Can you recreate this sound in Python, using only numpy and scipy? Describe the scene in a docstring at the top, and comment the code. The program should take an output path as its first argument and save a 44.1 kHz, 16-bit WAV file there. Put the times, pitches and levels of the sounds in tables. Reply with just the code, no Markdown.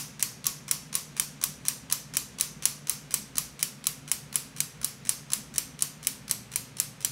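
"""A plastic clockwork escapement ticks on a desk in a small, live room, over ventilation and mains hum.
At each beat, about four a second, the balance unlocks the fork, a tooth pushes the pallet, and the
escape wheel drops with a sharp clack that rings the frame and spring. Two pallets alternate: tick, tock.
From 2.8 to 4.9 s the swing sags and the beat slows a touch, then stays so to the end.
Throughout, the timbre drifts as the carriage slowly turns."""
import sys
import numpy as np
from scipy import signal
from scipy.fft import rfft, irfft, next_fast_len
from scipy.io import wavfile
from scipy.ndimage import uniform_filter1d

SR = 44100
rng = np.random.default_rng(int(sys.argv[2]) if len(sys.argv) > 2 else 0)


def file_out(sig):
    """Save sig as 16-bit WAV at sys.argv[1]."""
    # one column per channel
    cols = np.atleast_2d(sig).T
    # limit, then scale
    lim = np.clip(cols, -1, 1)
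    pcm = np.round(lim * 32767).astype(np.int16)
    wavfile.write(sys.argv[1], SR, pcm)


N = 313551

# Plastic frame. Each row: frequency in Hz, t60 in seconds, relative energy in dB on tick, on tock.
FRAME_MODES = [(1112, 0.13, -24, -18.5), (1260, 0.13, -29, -19), (1666, 0.012, -15.5, -33),
               (2170, 0.026, -14.5, -29), (2390, 0.039, -14.5, -22), (3072, 0.043, -10.5, -35),
               (4057, 0.016, -10, -4), (4500, 0.06, -20, -11.5), (5450, 0.018, -15, -7),
               (5806, 0.035, -4.5, -24), (6630, 0.054, -35, -10), (7040, 0.0059, -4.5, -7),
               (7800, 0.014, -0.5, 2.5), (8180, 0.021, 0, -4), (8750, 0.0092, 0.5, 4),
               (9510, 0.012, 5.5, 7), (9820, 0.018, -5.5, 4), (10170, 0.017, 1.5, 6.5),
               (10920, 0.015, 1, 1.5), (13180, 0.017, -3, 0.5), (14100, 0.02, -3, -14.5),
               (14700, .01, -21, -26)]
# Dry crack of a contact. 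Each row: frequency in Hz, relative density in dB.
CRACK_SPECTRUM = [(200, -28.5), (750, -28), (1100, -20), (2500, -14), (4800, -12), (6000, -4), (8500, -12),
                  (9800, -9.5), (12000, -7), (13300, -22), (16000, -4)]
# Dulling of a glancing contact. Each row: frequency in Hz, relative gain in dB.
GLANCE_EQ = [(500, 23.5), (1100, 18.5), (2200, 16.5), (4200, 13.5), (6500, 9), (9500, 7.5), (12000, -0.5),
             (13200, 8.5), (15000, -1)]
# Spiral spring. Each row: frequency in Hz, t60 in seconds, relative energy in dB.
SPRING_MODES = [(5050, 0.53, -13), (5520, 0.15, -32), (5500, 0.18, -10), (6730, 0.2, 1), (7200, 0.19, 25),
                (7360, 0.3, 26), (9050, 0.23, -3)]
# Unlocking to drop, tick then tock. Each row: time in seconds at wide swing, at narrow swing.
LIFT_TIMES_S = [(.0315, .042), (.0247, .0315)]
# Wide swing, tick then tock. Each row: drop, unlocking, push, low knock and top edge, all in dB.
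WIDE_SWING_DB = [(8, -13, -16, 2, 1), (8, -12, -12.5, 0.5, 3)]
# Narrow swing, tick then tock. Each row: changes to the same five levels in dB.
SAG_CHANGE_DB = [(-0.57, -4.5, -0.5, -2, -2), (-0.77, -2.5, -3, -0.5, -3.5)]
# Teeth that land harder or softer. Each row: time in seconds, drop offset in dB, knock and edge offset in dB.
UNEVEN_TEETH = [(2.654, 1.5, -5), (3.141, 0.5, -1), (4.356, 0.7, 0), (4.604, -1, -3.5), (4.845, -1.5, 0),
                (5.093, 1.2, -3), (5.823, 0.2, -4), (6.558, -2, 2.5)]
# Turning carriage. Each row: time in seconds, hollow body gain in dB, bright snap gain in dB.
CARRIAGE_GAINS = [(0, 4.5, 3.5), (1.3, 6, 2.5), (2.7, 3.5, 2.5), (3.4, 3, 2), (3.9, 1, -1.5), (5.3, 2.5, 2),
                  (6.1, 0.5, -0.5), (7.1, -4, 0.5)]
# Wall echo. Each row: frequency in Hz, relative density in dB, t60 in seconds.
ROOM_BANDS = [(300, -5.5, 0.36), (740, -11.5, .33), (1020, -4, 0.32), (1560, -5, .38), (2380, -1, 0.26),
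              (3560, -2, 0.35), (4700, 3, .42), (6160, 1.5, 0.46), (8860, 1, 0.34), (10400, 2, .33),
              (12100, 0, 0.29), (13300, 0.5, 0.29), (15400, -8, 0.23)]
# Hum resonances and mains lines. Each row: frequency in Hz, width in Hz, relative level in dB.
HUM_LINES = [(58.7, 1.9, -65.5), (70, 4.6, -68), (119, 0.94, -63), (143.1, 8.2, -53), (158.3, 11, -57.5),
             (207, 25, -56), (237.5, 12, -64.5), (265, 10, -62)]
# Ventilation rush. Each row: frequency in Hz, power per Hz in dB.
AIR_SPECTRUM = [(24, -92.5), (46, -110), (80, -84.5), (250, -87.5), (480, -85), (700, -90.5), (1200, -90),
                (2400, -91), (4500, -97.5), (9000, -107), (15000, -116)]

CUTOFF_HZ = 15650
LEAD_IN_SAMPLES = SR // 4
CLICK_TIME_S, ECHO_TIME_S = np.arange(4096) / SR, np.arange(16384) / SR
FIRST_BEAT_S, BEAT_S, SAG_SLOWING_S = -.01864, .242844, .0015
SAG_SPAN_S = (2.8, 4.9)
TICK_DELAY_S = (.002, .0032)   # wide swing, narrow swing
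PUSH_SHARE = (.54, .5)   # lift time left at the push: tick, tock


def escapement(slide_db=-6.0, slide_lag_s=.004, rattle_db=-1.5, rattle_lag_s=.0085,
               push_scatter_db=3.1, glance_echo_db=-7.5):
    """Each beat: unlocking, push, slide along the pallet, drop; all weaken as the swing sags."""
    drops, glances = np.zeros((2, N + LEAD_IN_SAMPLES))
    wall_noise = rng.standard_normal(len(ECHO_TIME_S))
    for drop_s, pallet, sag in balance_beats():
        levels_db = np.array(WIDE_SWING_DB[pallet]) + sag * np.array(SAG_CHANGE_DB[pallet])
        drop_db, unlock_db, push_db, knock_db, edge_db = levels_db
        tooth_db, tone_db = tooth_offsets_db(drop_s)
        lift_s = np.interp(sag, [0, 1], LIFT_TIMES_S[pallet])
        push_lead_s = lift_s * PUSH_SHARE[pallet]
        unlock_s, push_s = drop_s - lift_s, drop_s - push_lead_s
        unlock_gain = from_db(unlock_db)
        push_gain = from_db(push_db + push_scatter_db * rng.standard_normal())
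        add(glances, unlock_s, unlock_gain * glance(pallet, slide_s=.003))
        if pallet == 0:   # on the tick the fork rattles once in its play
            rattle = from_db(rattle_db) * glance(pallet, slide_s=.0035)
            add(glances, unlock_s + rattle_lag_s, unlock_gain * rattle)
        add(glances, push_s, push_gain * glance(pallet, slide_s=.005))
        slide = from_db(slide_db) * glance(pallet, slide_s=push_lead_s)
        add(glances, push_s + slide_lag_s, push_gain * slide)
        clack = wheel_drop(pallet, wall_noise, knock_db + tone_db, edge_db + tone_db)
        add(drops, drop_s, from_db(drop_db + tooth_db) * clack)
    glance_echo = signal.fftconvolve(glances, room_echo(wall_noise))[:len(glances)]
    return (drops + glances + from_db(glance_echo_db) * glance_echo)[LEAD_IN_SAMPLES:]


def balance_beats():
    """Beats lengthen as the swing sags. Each row: drop in seconds, pallet (0 tick, 1 tock), sag 0-1."""
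    beat = np.arange(int(N / SR / BEAT_S) + 1)
    pallet = (beat + 1) % 2
    sag = np.interp(beat * BEAT_S, SAG_SPAN_S, [0, 1])
    limp_s = (1 - pallet) * np.interp(sag, [0, 1], TICK_DELAY_S)
    drop_s = FIRST_BEAT_S + beat * BEAT_S + SAG_SLOWING_S * np.cumsum(sag) + limp_s
    return zip(drop_s, pallet, sag)


def tooth_offsets_db(drop_s, scatter_db=0.25):
    """Level and tone offsets of the landing tooth; all but a few are nearly alike."""
    teeth = np.array(UNEVEN_TEETH)
    on_this_beat = np.abs(teeth[:, 0] - drop_s) < BEAT_S / 2
    return teeth[on_this_beat, 1:].sum(axis=0) - scatter_db * rng.standard_normal(2)


def wheel_drop(pallet, wall_noise, knock_db, edge_db, knock_hz=3800, edge_hz=11800,
               echo_db=-10.5, imprint_db=-18.5, spring_db=-22.5):
    """The wheel lands on a pallet; how squarely it lands sets the low knock and top edge."""
    def shelves_db(hz):
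        return knock_db / (1 + (hz / knock_hz) ** 6) + edge_db * (1 - 1 / (1 + (hz / edge_hz) ** 20))

    clack = contact(pallet, rise_s=.00032, hold_s=.00016, crack_t60_s=.023, ring_db=-1, impact_db=-3)
    clack = unit_energy(colour(clack, shelves_db))
    echo = room_echo(wall_noise)
    imprint = unit_energy(signal.fftconvolve(clack, echo)[:len(echo)])   # echo coloured by this clack
    tail = from_db(echo_db) * echo + from_db(imprint_db) * imprint + from_db(spring_db) * spring_ring()
    return np.pad(clack, (0, len(tail) - len(clack))) + tail


def glance(pallet, slide_s):
    """Light sliding contact, slower and duller than the drop."""
    touch = contact(pallet, rise_s=.0006, hold_s=slide_s, crack_t60_s=.014, ring_db=-5, impact_db=-14)
    return unit_energy(colour(touch, lambda hz: at_hz(GLANCE_EQ, hz)))


def contact(pallet, rise_s, hold_s, crack_t60_s, ring_db, impact_db):
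    """Tooth meets pallet: rough crack as they rub, hard impact, frame ring."""
    rise = np.minimum(CLICK_TIME_S / rise_s, 1)
    fall = decay(np.maximum(CLICK_TIME_S - hold_s, 0), crack_t60_s)
    force = unit_energy(rng.standard_normal(len(CLICK_TIME_S)) * rise * fall)
    force[np.argmax(rise)] += from_db(impact_db)
    crack = unit_energy(colour(force, lambda hz: at_hz(CRACK_SPECTRUM, hz)))
    ring = unit_energy(frame_ring(pallet) * rise)
    return unit_energy(crack + from_db(ring_db) * ring)


def frame_ring(pallet, scatter_db=2.5):
    """Frame modes, struck with new strengths and slightly shifted by the load at each blow."""
    modes = np.array(FRAME_MODES)
    hz, t60_s = modes[:, :1], modes[:, 1:2]
    strength = from_db(modes[:, 2 + pallet] + scatter_db * rng.standard_normal(len(modes)))
    shifted_hz = hz + .5 * rng.standard_normal(hz.shape) / t60_s
    phase = rng.uniform(0, 2 * np.pi, hz.shape)
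    tones = np.sin(2 * np.pi * shifted_hz * CLICK_TIME_S + phase)
    return strength @ (tones * decay(CLICK_TIME_S, t60_s) / np.sqrt(t60_s))


def spring_ring(scatter_db=3):
    """Each drop shakes the spring's lightly damped modes: a thin, long ring."""
    ring = 0
    for hz, t60_s, db in SPRING_MODES:
        mode = unit_energy(np.sin(2 * np.pi * hz * ECHO_TIME_S) * decay(ECHO_TIME_S, t60_s))
        ring += from_db(db + scatter_db * rng.standard_normal()) * mode
    return unit_energy(ring)


def carriage_turn(x, body_hz=1080, body_q=5.3, snap_hz=5800, snap_q=3.7):
    """Two resonances swell and fade as the carriage turns other parts toward the listener."""
    times_s, body_db, snap_db = np.transpose(CARRIAGE_GAINS)
    for hz, q, gain_db in ((body_hz, body_q, body_db), (snap_hz, snap_q, snap_db)):
        band = signal.lfilter(*signal.iirpeak(hz, q, fs=SR), x)
        gain = from_db(np.interp(np.arange(N) / SR, times_s, gain_db))
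        x = x + band * (gain - 1)
    return x


def room_echo(wall_noise, renewal=0.69, first_echo_s=0.0011, build_s=0.0035):
    """Dense wall echoes build within milliseconds and die soonest in the top treble."""
    hz = np.arange(len(ECHO_TIME_S) // 2 + 1) * SR / len(ECHO_TIME_S)
    # the walls stay put, but each contact radiates in its own pattern
    reflections = wall_noise + 2 * renewal * rng.standard_normal(len(ECHO_TIME_S))
    spectrum = rfft(reflections) * from_db(at_hz(ROOM_BANDS, hz))
    onset = np.clip((ECHO_TIME_S - first_echo_s) / build_s, 0, 1)
    centres_hz = np.linspace(0, CUTOFF_HZ, 6)
    echo = 0
    for share, centre_hz in zip(np.eye(len(centres_hz)), centres_hz):
        band = irfft(spectrum * np.interp(hz, centres_hz, share))
        t60_s = at_hz(ROOM_BANDS, centre_hz, column=2)
        echo += band * unit_energy(onset * decay(ECHO_TIME_S, t60_s))
    return unit_energy(echo)


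def hum(level_db=-50.0, levelling_s=0.17, waver_db=1.48, waver_hz=5.4):
    """Mains lines and narrow bass resonances, wavering at random about a steady level."""
    drone = shaped_noise(lambda hz: sum(
        from_db(db) ** 2 / width_hz / (1 + ((hz - line_hz) / width_hz) ** 2) ** 2
        for line_hz, width_hz, db in HUM_LINES))
    levelled = drone / np.sqrt(uniform_filter1d(drone ** 2, int(levelling_s * SR)))
    waver = shaped_noise(lambda hz: (hz / waver_hz) ** 2 / (1 + (hz / waver_hz) ** 2) ** 3)
    return levelled * from_db(level_db + waver_db * waver / waver.std())


def ventilation():
    """Soft, steady rush of air."""
    return shaped_noise(lambda hz: from_db(at_hz(AIR_SPECTRUM, hz)) ** 2)


def shaped_noise(power_at):
    """Steady noise with a given power per Hz."""
    n = next_fast_len(N)
    hz = np.arange(n // 2 + 1) * SR / n
    return irfft(rfft(rng.standard_normal(n)) * np.sqrt(power_at(hz) * SR / 2), n)[:N]


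def colour(x, db_at):
    """Minimum-phase filter with gain db_at(hz)."""
    n = len(x)
    hz = np.arange(n // 2 + 1) * SR / n
    cepstrum = irfft(np.log(from_db(db_at(hz))), n)
    cepstrum[1:n // 2] *= 2
    cepstrum[n // 2 + 1:] = 0
    return irfft(rfft(x) * np.exp(rfft(cepstrum)), n)


def add(track, start_s, sound):
    """Mix into a track that starts LEAD_IN_SAMPLES early."""
    i = max(round(start_s * SR) + LEAD_IN_SAMPLES, 0)
    track[i:i + len(sound)] += sound[:max(len(track) - i, 0)]


def at_hz(table, hz, column=1):
    """Interpolate a column over log frequency."""
    table = np.array(table)
    return np.interp(np.log(np.maximum(hz, 1)), np.log(table[:, 0]), table[:, column])


def decay(time_s, t60_s):
    return np.exp(-np.log(1000) * time_s / t60_s)


def unit_energy(x):
    return x / np.sqrt(np.sum(x ** 2) + 1e-20)


def from_db(db):
    return 10 ** (np.asarray(db) / 20)


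def scene():
    """Ticking over hum and air, mono."""
    return (carriage_turn(escapement()) + hum() + ventilation())[None]


def record(dry):
    """Steep low-pass at CUTOFF_HZ."""
    return signal.sosfilt(signal.ellip(10, .1, 80, CUTOFF_HZ, fs=SR, output="sos"), dry)


dry = scene()
out = record(dry)
file_out(out)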